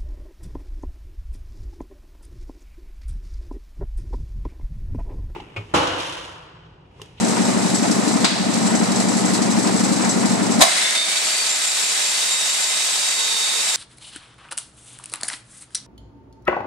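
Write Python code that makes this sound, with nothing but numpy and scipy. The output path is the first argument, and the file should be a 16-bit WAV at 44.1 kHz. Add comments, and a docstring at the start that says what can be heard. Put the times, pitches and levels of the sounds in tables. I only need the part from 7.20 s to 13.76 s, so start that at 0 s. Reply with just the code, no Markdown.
"""A piston air compressor chugs in a workshop while a circular saw is set against a truck's metal wall with a clack.
The saw is switched on: it kicks, spins up and runs with a rush of air, a humming housing and a whistling blade.
Puffs, hums and whistles are sines; hiss, rattle, rush and blows are coloured noise; resonances are narrow noise.
The recorder's gain control ducks under the saw, so that the compressor sinks away; a delay widens the stereo."""
import sys
import numpy as np
from scipy import signal
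from scipy.fft import rfft, irfft, next_fast_len
from scipy.io import wavfile

SR = 44100
rng = np.random.default_rng(int(sys.argv[2]) if len(sys.argv) > 2 else 0)


def generate_wav(sig):
    """Save sig (samples, or channels by samples) to the path in sys.argv[1] as 16-bit PCM at SR."""
    pcm = np.round(np.clip(np.atleast_2d(sig).T, -1, 1) * 32767).astype(np.int16)
    wavfile.write(sys.argv[1], SR, pcm)


N = 289296
T = np.arange(N) / SR  # time in s


def from_db(db):
    """Decibels to amplitude gain."""
    return np.exp(np.asarray(db) * (np.log(10) / 20))


def rms_one(x):
    """Scale to unit rms."""
    return x / np.sqrt(np.mean(x ** 2) + 1e-20)


def drift(rate_hz):
    """Slow random wandering of rms 1: noise through two equal low-pass poles, made at a twentieth of SR."""
    step, settle = 20, 2000
    r = np.exp(-2 * np.pi * rate_hz * step / SR)
    white = rng.standard_normal(N // step + settle + 2)
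    slow = signal.lfilter([1], [1, -2 * r, r * r], white)[settle:]
    return np.interp(np.arange(N) / step, np.arange(len(slow)), rms_one(slow))


def noise(spectrum, diffuse=0.61, diffuse_hz=1800):
    """Stereo noise of a given colour, middle at rms 1; the treble reaches the two microphones less alike."""
    size = next_fast_len(N)
    hz = np.arange(size // 2 + 1) * SR / size + 1e-3
    points, levels = np.transpose(spectrum)
    # silent outside the listed range
    colour_db = np.interp(np.log(hz), np.log(points), levels, left=-np.inf, right=-np.inf)
    mid, side = rfft(rng.standard_normal((2, size))) * from_db(colour_db)
    side = side * diffuse * hz / np.hypot(hz, diffuse_hz)
    mid, side = irfft(mid, size)[:N], irfft(side, size)[:N]
    return (mid + side * [[1], [-1]]) / mid.std()


def turns(hz):
    """Phase in radians of a steady or gliding pitch, from a random start."""
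    return 2 * np.pi * (np.cumsum(hz * np.ones(N)) / SR + rng.random())


def singing(hz, half_width_hz):
    """A resonance kept ringing by turbulence: a narrow band of noise about a steady or gliding pitch; rms 1."""
    phase = (turns(hz) % (2 * np.pi)).astype(np.float32)
    return drift(half_width_hz) * np.cos(phase) + drift(half_width_hz) * np.sin(phase)


def tone(hz, waver_db, waver_hz):
    """A sine whose strength wavers; rms 1."""
    return rms_one(np.sin(turns(hz)) * from_db(waver_db * drift(waver_hz)))


def fading(start_s, t60_s):
    """Envelope of a sudden start that dies away by 60 dB in t60_s."""
    out, start = np.zeros(N), int(start_s * SR)
    age = T[:min(N - start, int(2 * t60_s * SR))]
    out[start:start + len(age)] = from_db(-60 * age / t60_s)
    return out


def arch(start_s, length_s):
    """Envelope that swells and sinks again in one rounded arch."""
    share = np.clip((T - start_s) / length_s, 0, 1)
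    return np.maximum(np.sin(np.pi * share), 0) ** .65


PUMP_HZ = 11.941  # turns per second
# puffs in one turn of the pump: turn_share [0-1], pipe_pitch_hz [Hz], level_db [dB], half_length_s [s]
PUFFS = [(.162, 230, -16.3, .0035), (.418, 213, -14.1, .0049), (.52, 290, -18.2, .006),
         (.608, 192, -24.2, .0086), (.673, 261, -26.7, .011), (.983, 199, -22.9, .0037)]
# colour of the breathy chuff: frequency_hz [Hz], relative_level_db [dB per Hz]
CHUFF_SPECTRUM = [(25, -66), (60, -27), (100, -19), (140, -16), (175, 0.5), (260, -2.5), (330, -3),
                  (420, -11), (600, -48)]


def pump_puffs(clock, puff_db=0.3, uneven_db=1.06, chuff_db=-30, chuff_follow=0.14):
    """Each turn sends the same puffs through the intake pipe, over a breath that swells a little with them."""
    count = int(N / SR * PUMP_HZ) + 4
    puffs, flow = np.zeros(N), np.zeros(N)
    for share, hz, level_db, half_length in PUFFS:
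        turn = np.round(clock * PUMP_HZ - share).astype(int)
        age = clock - (turn + share) / PUMP_HZ
        # each turn's puff has a slightly different strength
        strength_db = puff_db + level_db + uneven_db * rng.standard_normal(count)[turn + 1]
        swell = from_db(strength_db) * np.exp(-.5 * (age / half_length) ** 2)
        puffs += swell * np.cos(2 * np.pi * hz * age)
        flow += swell
    breath = rms_one(1 + chuff_follow * rms_one(flow))
    return puffs + from_db(chuff_db) * breath * noise(CHUFF_SPECTRUM)


# the valves open once in each turn: turn_share [0-1], level_db [dB]
VALVE_OPENINGS = [(.5, -29.5), (.98, -32.5)]
# colour of the valves' hiss: frequency_hz [Hz], relative_level_db [dB per Hz]
VALVE_SPECTRUM = [(1470, -54), (2500, -21), (3390, -14), (3980, -5.5), (5870, -6), (6210, -5), (6760, -6.5),
                  (7730, -2), (9620, -13.5), (11200, -19), (12700, -32.5), (13500, -55)]


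def valves(leak_db=-31, t60_s=0.23, uneven_db=2.9, flutter_db=1):
    """A steady leak, and a dying hiss of uneven strength at every opening of a valve."""
    count = int(N / SR * PUMP_HZ) + 3
    power = from_db(leak_db) ** 2
    for share, db in VALVE_OPENINGS:
        turn, part = np.divmod(T * PUMP_HZ - share % 1, 1)
        strength_db = db + uneven_db * rng.standard_normal(count)[turn.astype(int) + 1]
        dying = np.exp(-np.log(1000) * part / PUMP_HZ / t60_s)
        power = power + (from_db(strength_db) * dying) ** 2
    return np.sqrt(power) * from_db(flutter_db * drift(26)) * noise(VALVE_SPECTRUM)


# the valve plate chatters as it opens, some turns much harder than others: start_s [s], level_db [dB]
CHATTERS = [(.044, -28.5), (.215, -27), (.25, -28), (0.545, -23), (.63, -29), (.715, -29), (.88, -35),
            (.925, -31), (1.047, -21), (1.426, -31), (1.47, -27), (1.551, -25), (1.59, -31), (1.718, -38),
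            (1.755, -24), (1.8, -41), (1.887, -25.5), (1.925, -29), (1.971, -29), (2.055, -24),
            (2.142, -37), (2.22, -28), (2.309, -26), (2.39, -29), (2.429, -27), (2.56, -27), (2.643, -29),
            (2.727, -34), (2.812, -23.5), (2.89, -20), (3.15, -30), (3.315, -25.5)]
# the plate's resonances: pitch_hz [Hz], width_hz [Hz], level_db [dB, within a chatter]
PLATE = [(5210, 110, -10), (6170, 400, -7), (7200, 76, -6.5), (7860, 120, -3.5), (7800, 300, -6)]


def chatter(rise_s=0.0032, t60_s=0.18, hiss_db=-6.5, grain_db=2.0, grain_hz=170):
    """The valve plate buzzes on its seat: grainy bursts that ring its resonances, with a little hiss."""
    power = 0
    for start, db in CHATTERS:
        rise = np.clip((T - start) / rise_s, 0, 1)
        power = power + (from_db(db) * rise * fading(start, t60_s)) ** 2

    def plate():
        return sum(from_db(db) * singing(hz, width / 2) for hz, width, db in PLATE)

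    # one ringing shared by both microphones, one more for each alone
    left, right, both = plate(), plate(), plate()
    ringing = both + .5 * np.array([left, right]) + from_db(hiss_db) * noise(VALVE_SPECTRUM)
    return np.sqrt(power) * rms_one(from_db(grain_db * drift(grain_hz))) * ringing


# tank hum: pump_multiple [times the pump rate], level_db [dB]
TANK_HUM = [(8, -52), (10, -44), (11, -50), (12, -56), (33, -41.5), (41, -43), (47, -46), (57, -44.5)]
# colour of the frame's rattle: frequency_hz [Hz], relative_level_db [dB per Hz]
RATTLE_SPECTRUM = [(210, 1), (350, -2.5), (450, -4), (526, -4.5), (748, -2), (1010, -5), (1090, -8),
                   (1280, -8), (1610, -12.5), (1920, -10), (3200, -18.5), (4160, -20), (7040, -120)]
# the frame shakes louder for a moment: centre_s [s], level_db [dB]
SHAKES = [(.14, -41), (.18, -25.5), (.29, -30), (.46, -29), (.645, -27), (.85, -29), (.972, -29),
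          (1.485, -28.5), (1.545, -28), (1.62, -32), (1.81, -38), (2.095, -30), (2.495, -28), (2.81, -31),
          (2.85, -24.5), (3.055, -25.5)]


def frame_rattle(steady_db=-26.5, shake_half_s=0.017):
    """The loose frame rattles as fluttering noise; short bell-shaped bursts of power add to it."""
    power = from_db(steady_db) ** 2
    for centre, db in SHAKES:
        distance = np.minimum(((T - centre) / shake_half_s) ** 2, 20)
        power = power + from_db(db) ** 2 * np.exp(-distance)
    return np.sqrt(power) * from_db(0.86 * drift(79)) * noise(RATTLE_SPECTRUM)


def compressor(wander_s=.0007, wander_hz=1.2, drone_hz=224.2, drone_db=-35.5):
    """Puffs and tank hum share one wandering beat; motor drone, frame rattle and valves join them."""
    # the belt lets the pump run slightly ahead or behind
    clock = T + wander_s * drift(wander_hz)
    hum = 0
    for multiple, db in TANK_HUM:
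        phase = 2 * np.pi * (multiple * PUMP_HZ * clock + rng.random())
        hum = hum + from_db(db) * rms_one(np.sin(phase))
    drone = from_db(drone_db) * tone(drone_hz + 2 * drift(2.95), waver_db=2.5, waver_hz=1.8)
    return pump_puffs(clock) + hum + drone + frame_rattle() + valves() + chatter()


# the wall flexes as the saw lands and as it kicks: start_s [s], level_db [dB], t60_s [s]
THUMPS = [(1.04, -23, .1), (3.401, -21, 0.13)]
# colour of the thud: frequency_hz [Hz], relative_level_db [dB per Hz]
THUMP_SPECTRUM = [(30, -33), (70, -16), (140, 2), (250, -4), (700, -7), (1200, -16), (2500, -29)]


def thumps():
    """The whole wall gives under the saw with a dull thud: low noise that dies away."""
    return sum(from_db(db) * fading(start, t60) for start, db, t60 in THUMPS) * noise(THUMP_SPECTRUM)


# resonances of wall and saw body: pitch_hz [Hz], level_db [dB, relative to blow and ring_db], t60_s [s]
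WALL = [(664.6, 0.5, 1), (728, 3.5, 0.84), (1040, 1.5, 0.6), (1115, -3.5, 0.89), (1830, -13, 0.64),
        (2150, -12, 1), (3080, -14, 0.49), (3580, -2, 0.32), (3840, 3, 0.28), (4640, -13, 0.7),
        (4850, -2, 0.9), (6600, -4.5, 0.99)]


def blows(rows, spectrum, ring_db, room_db, room_t60_s):
    """Blows on the wall: a dense clatter of sheet metal that shakes its modes, and the workshop's tail."""
    clatter = sum((from_db(db) * fading(start, t60)) ** 2 for start, db, t60 in rows)  # power

    def dying(t60_s):
        return np.sqrt(sum((from_db(db) * fading(start, t60_s)) ** 2 for start, db, _ in rows))

    # each wall resonance is a cluster of close panel modes that beat
    rings = 0
    for hz, db, t60 in WALL:
        rings = rings + from_db(db + ring_db) * dying(t60) * singing(hz, half_width_hz=48)
    # the sheet metal's rattle makes the clatter ragged
    clatter = clatter * rms_one(from_db(1.5 * drift(160))) ** 2
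    tail = (from_db(room_db) * dying(room_t60_s)) ** 2
    return np.sqrt(clatter + tail) * noise(spectrum) + rings


# the saw's shoe knocks on the wall: start_s [s], level_db [dB], t60_s [s]
KNOCKS = [(1.0445, -14, 0.05), (1.049, -18, 0.73), (1.083, -18.5, 0.048), (1.11, -25.5, 0.11),
          (1.143, -29, 0.17)]
# colour of the knocks: frequency_hz [Hz], relative_level_db [dB per Hz]
KNOCK_SPECTRUM = [(150, -30), (400, -6), (900, -1.5), (1300, -3), (2200, -1.5), (2900, -2), (3900, 2.5),
                  (4500, 2), (6300, -8), (8000, -6.5), (11000, -26), (13000, -42)]


def shoe_knocks():
    """The shoe is set on the metal wall: a few sharp blows that ring the panel."""
    return blows(KNOCKS, KNOCK_SPECTRUM, ring_db=-21.5, room_db=-5.0, room_t60_s=0.77)


# the motor's kick at switch-on: start_s [s], level_db [dB], t60_s [s]
KICKS = [(3.4075, -17, 0.1), (3.413, -8, 0.1), (3.421, 1, 0.023)]
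# colour of the kick: frequency_hz [Hz], relative_level_db [dB per Hz]
KICK_SPECTRUM = [(25, -38), (60, -31), (160, -19), (420, -10), (700, -1), (890, -14), (1050, -12),
                 (1600, -7.5), (2400, -6.5), (3100, -9), (3900, -2), (4850, -7), (5400, -8), (8000, -6),
                 (9400, -10), (11000, -20.5), (13700, -20)]


def motor_kick():
    """The motor jerks the saw against the wall at switch-on, which rings the same panel harder."""
    return blows(KICKS, KICK_SPECTRUM, ring_db=-11.5, room_db=-4.5, room_t60_s=0.96)


# blade whistles, levels before the saw's gain:
# name: full_speed_pitch_hz [Hz], pitch_drop_at_rest [share], level_between_squeals_db [dB], flutter_db [dB]
WHISTLES = {"main": (3742, .1, -38.5, 1.4), "high": (7304, .022, -40, 2.3), "low": (3596, .04, -46, 1.5),
            "middle": (4589, .01, -43.5, 2), "lower middle": (4489, .01, -42, 2.5)}
# squeals, in which one whistle takes hold, before the saw's gain:
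# start_s [s], length_s [s], whistle [name], level_db [dB]
SQUEALS = [(3.612, .125, "main", -23), (3.743, .125, "main", -19.5), (3.82, .2, "main", -30.5),
           (3.72, .2, "lower middle", -31), (3.93, .1, "high", -33), (4.02, .3, "middle", -31),
           (4.03, .13, "high", -27), (4.26, .12, "high", -25), (4.42, .16, "high", -29),
           (4.6, .17, "high", -28.5), (4.78, .3, "lower middle", -35), (4.81, .14, "high", -29),
           (4.92, .5, "main", -30), (5.1, .07, "high", -27), (5.24, .13, "high", -28.5),
           (5.41, .04, "high", -29), (5.47, .07, "high", -29), (5.42, .3, "main", -33),
           (5.6, .9, "lower middle", -36), (5.68, .5, "high", -33.5), (5.74, .74, "main", -28),
           (5.7, .8, "middle", -36), (5.95, .5, "low", -33), (6.44, .16, "high", -28.5),
           (6.46, .14, "main", -32.5)]
# fainter blade modes, before the saw's gain: full_speed_pitch_hz [Hz], level_db [dB]
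BLADE_MODES = [(1245, -54), (1485, -52.5), (2051, -45), (2545, -50.5), (2692, -50), (2751, -51),
               (4032, -46), (5453, -41.5), (5642, -48), (5940, -48), (6255, -44), (6584, -44),
               (6821, -43.5), (7106, -47), (7704, -43), (7849, -41.5), (8086, -44.5), (8678, -43.5),
               (8823, -44.5), (8974, -47), (9211, -46), (9803, -51), (10201, -51)]


def blade(speed, waver_hz=30):
    """Air over the teeth makes the blade sing and now and then squeal; spinning stiffens it and lifts its modes."""
    slack, whistles = 1 - speed, 0
    for name, (hz, drop, quiet_db, waver_db) in WHISTLES.items():
        squeals = [from_db(db) * arch(start, length) for start, length, which, db in SQUEALS if which == name]
        # the strongest of squeals and quiet whistle wins
        gain = np.max(squeals + [from_db(quiet_db) * speed], axis=0)
        pitch = hz * (1 - drop * slack + .0005 * drift(10))
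        whistles = whistles + gain * tone(pitch, waver_db, waver_hz)
    modes = sum(from_db(db) * singing(hz * (1 - .022 * slack), half_width_hz=5) for hz, db in BLADE_MODES)
    return speed * whistles + speed ** 4 * modes


def near_echoes(x, count=6, shortest_s=.002, longest_s=.016, share=.33):
    """Echoes from wall, floor and truck body cut fine notches in the sound, at about unchanged power."""
    lags = (rng.uniform(shortest_s, longest_s, count) * SR).astype(int)
    echoes = sum(np.pad(x, ((0, 0), (lag, 0)))[:, :N] for lag in lags) / np.sqrt(count)
    return (x + share * echoes) / np.hypot(1, share)


# colours of the straining motor's grind and the rushing air: frequency_hz [Hz], relative_level_db [dB per Hz]
GRIND_SPECTRUM = [(71, -62), (120, -45), (201, -11), (363, -11), (434, -6), (469, -10.5), (657, -0.5),
                  (937, -4.5), (1030, -3.5), (2110, 2), (2780, -1.5), (3660, 2), (6370, -1.5), (8570, 2),
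                  (13500, -27)]
RUSH_SPECTRUM = [(88, -78), (150, -48), (181, -30), (330, -21.5), (482, -16.5), (780, -10), (980, -12),
                 (1380, -11.5), (2090, -8), (3350, -7), (3680, -5), (4200, -6), (6980, -6.5), (7530, -4),
                 (13500, -26)]
# the motor's howl while it strains, before the saw's gain:
# rest_pitch_hz [Hz], full_speed_pitch_hz [Hz], width_hz [Hz], level_db [dB]
HOWL = [(2050, 2560, 190, -34), (4400, 4620, 130, -39), (3900, 4520, 130, -37.5)]
# housing resonances, before the saw's gain: pitch_hz [Hz], width_hz [Hz], level_db [dB]
HOUSING = [(448, 44, -59.5), (1067, 28, -50.5), (2470, 630, -44), (3777, 370, -41), (4750, 270, -42),
           (8560, 3300, -31.5)]
# hum of the running motor, before the saw's gain: pitch_hz [Hz], level_db [dB]
MOTOR_HUM = [(447, -61), (899, -56), (1067, -53.5)]
# the wall takes up a tone for a while, before the saw's gain:
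# start_s [s], length_s [s], pitch_hz [Hz], level_db [dB]
HUM_SWELLS = [(4.5, .72, 445, -51), (5.75, .85, 899, -47), (5.95, .6, 450, -48.5), (5.85, .7, 1085, -48.5)]
# the saw runs a little louder for a while: start_s [s], length_s [s], rise_db [dB]
SURGE = (5.1, .85, 1.8)


def saw(rush_db=-24.0, grind_db=-22.5, chop=0.1, flutter=0.041, lowest_hz=150):
    """The motor grinds and howls up to speed; fan and gear chop the rushing air, and the housing hums."""
    start_s, spin_up_s, gear_hz = 3.413, .3, 760
    saw_gain_db, growth = 34.5, 0.96  # growth: power of the speed that sets the amplitude
    speed = 1 - np.exp(-np.maximum(T - start_s, 0) / spin_up_s)
    running = speed ** 4
    strain = np.sqrt(1 - running)

    mesh_hz = gear_hz * speed * (1 + 0.00045 * drift(6.7))
    fan_hz = mesh_hz / 5
    chopping = 1 + chop * np.sin(turns(mesh_hz)) + flutter * np.sin(turns(fan_hz))
    rush = from_db(rush_db) * np.sqrt(running) * noise(RUSH_SPECTRUM)
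    grind = from_db(grind_db) * strain * noise(GRIND_SPECTRUM)
    air = near_echoes(rush + grind) * chopping * from_db(0.81 * drift(64))

    howl = 0
    for rest, full, width, db in HOWL:
        pitch = rest + (full - rest) * running
        howl = howl + strain * from_db(db) * singing(pitch, width / 2)
    housing = running * sum(from_db(db) * singing(hz, width / 2) for hz, width, db in HOUSING)
    hum = running * sum(from_db(db) * tone(hz, waver_db=4.0, waver_hz=2.4) for hz, db in MOTOR_HUM)
    for start, length, hz, db in HUM_SWELLS:
        hum = hum + from_db(db) * arch(start, length) * tone(hz, waver_db=3.5, waver_hz=8)

    surge_start, surge_length, surge_db = SURGE
    gain = from_db(saw_gain_db + surge_db * arch(surge_start, surge_length)) * speed ** growth
    sound = gain * (air + howl + hum + housing + blade(speed))
    # so small a body radiates no bass
    return signal.sosfilt(signal.butter(4, lowest_hz, "high", fs=SR, output="sos"), sound)


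def scene():
    """Compressor, the saw set on the wall, its kick and its run."""
    return compressor() + thumps() + shoe_knocks() + motor_kick() + saw()


def gain_control(x, threshold_db=-21.0, attack_s=0.021, release_db_per_s=28, sense_hz=500,
                 window_s=0.0054, smooth_hz=120):
    """Loud sound pulls the gain down quickly; it creeps back afterwards."""
    # the level is sensed with the bass weakened
    sensed = signal.sosfilt(signal.butter(1, sense_hz, "high", fs=SR, output="sos"), x.mean(0))
    r, a = np.exp(-1 / (window_s * SR)), np.exp(-1 / (attack_s * SR))
    power = signal.lfilter([1 - r], [1, -r], sensed ** 2)
    over_db = np.maximum(10 * np.log10(power + 1e-12) - threshold_db, 0)
    # peaks are held and let go at a steady rate
    held_db = np.maximum.accumulate(over_db + release_db_per_s * T) - release_db_per_s * T
    attacked_db = signal.lfilter([1 - a], [1, -a], held_db)
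    duck_db = signal.sosfilt(signal.butter(1, smooth_hz, fs=SR, output="sos"), attacked_db)
    return x * from_db(-duck_db)


def widen(x, bass_width=0.97, treble_width=0.49, split_hz=1900):
    """The middle, 1.6 ms late, is taken from the left and added to the right: a comb of its own on each side."""
    late = np.pad(x.mean(0), (71, 0))[:N]  # 71 samples
    bass = signal.sosfiltfilt(signal.butter(1, split_hz, fs=SR, output="sos"), late)
    side = bass_width * bass + treble_width * (late - bass)
    side = signal.sosfilt(signal.butter(1, 45, "high", fs=SR, output="sos"), side)
    return x + side * [[-1], [1]]


def record(dry):
    """The recorder: gain control, stereo widening, rounded peaks and a steep top cut."""
    wide = widen(gain_control(dry))
    rounded = 1.2 * np.tanh(wide / 1.2)
    # 70 dB down from 14595 Hz upwards
    return signal.sosfilt(signal.cheby2(14, 70, 14595, fs=SR, output="sos"), rounded)


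dry = scene()
out = record(dry)
generate_wav(out)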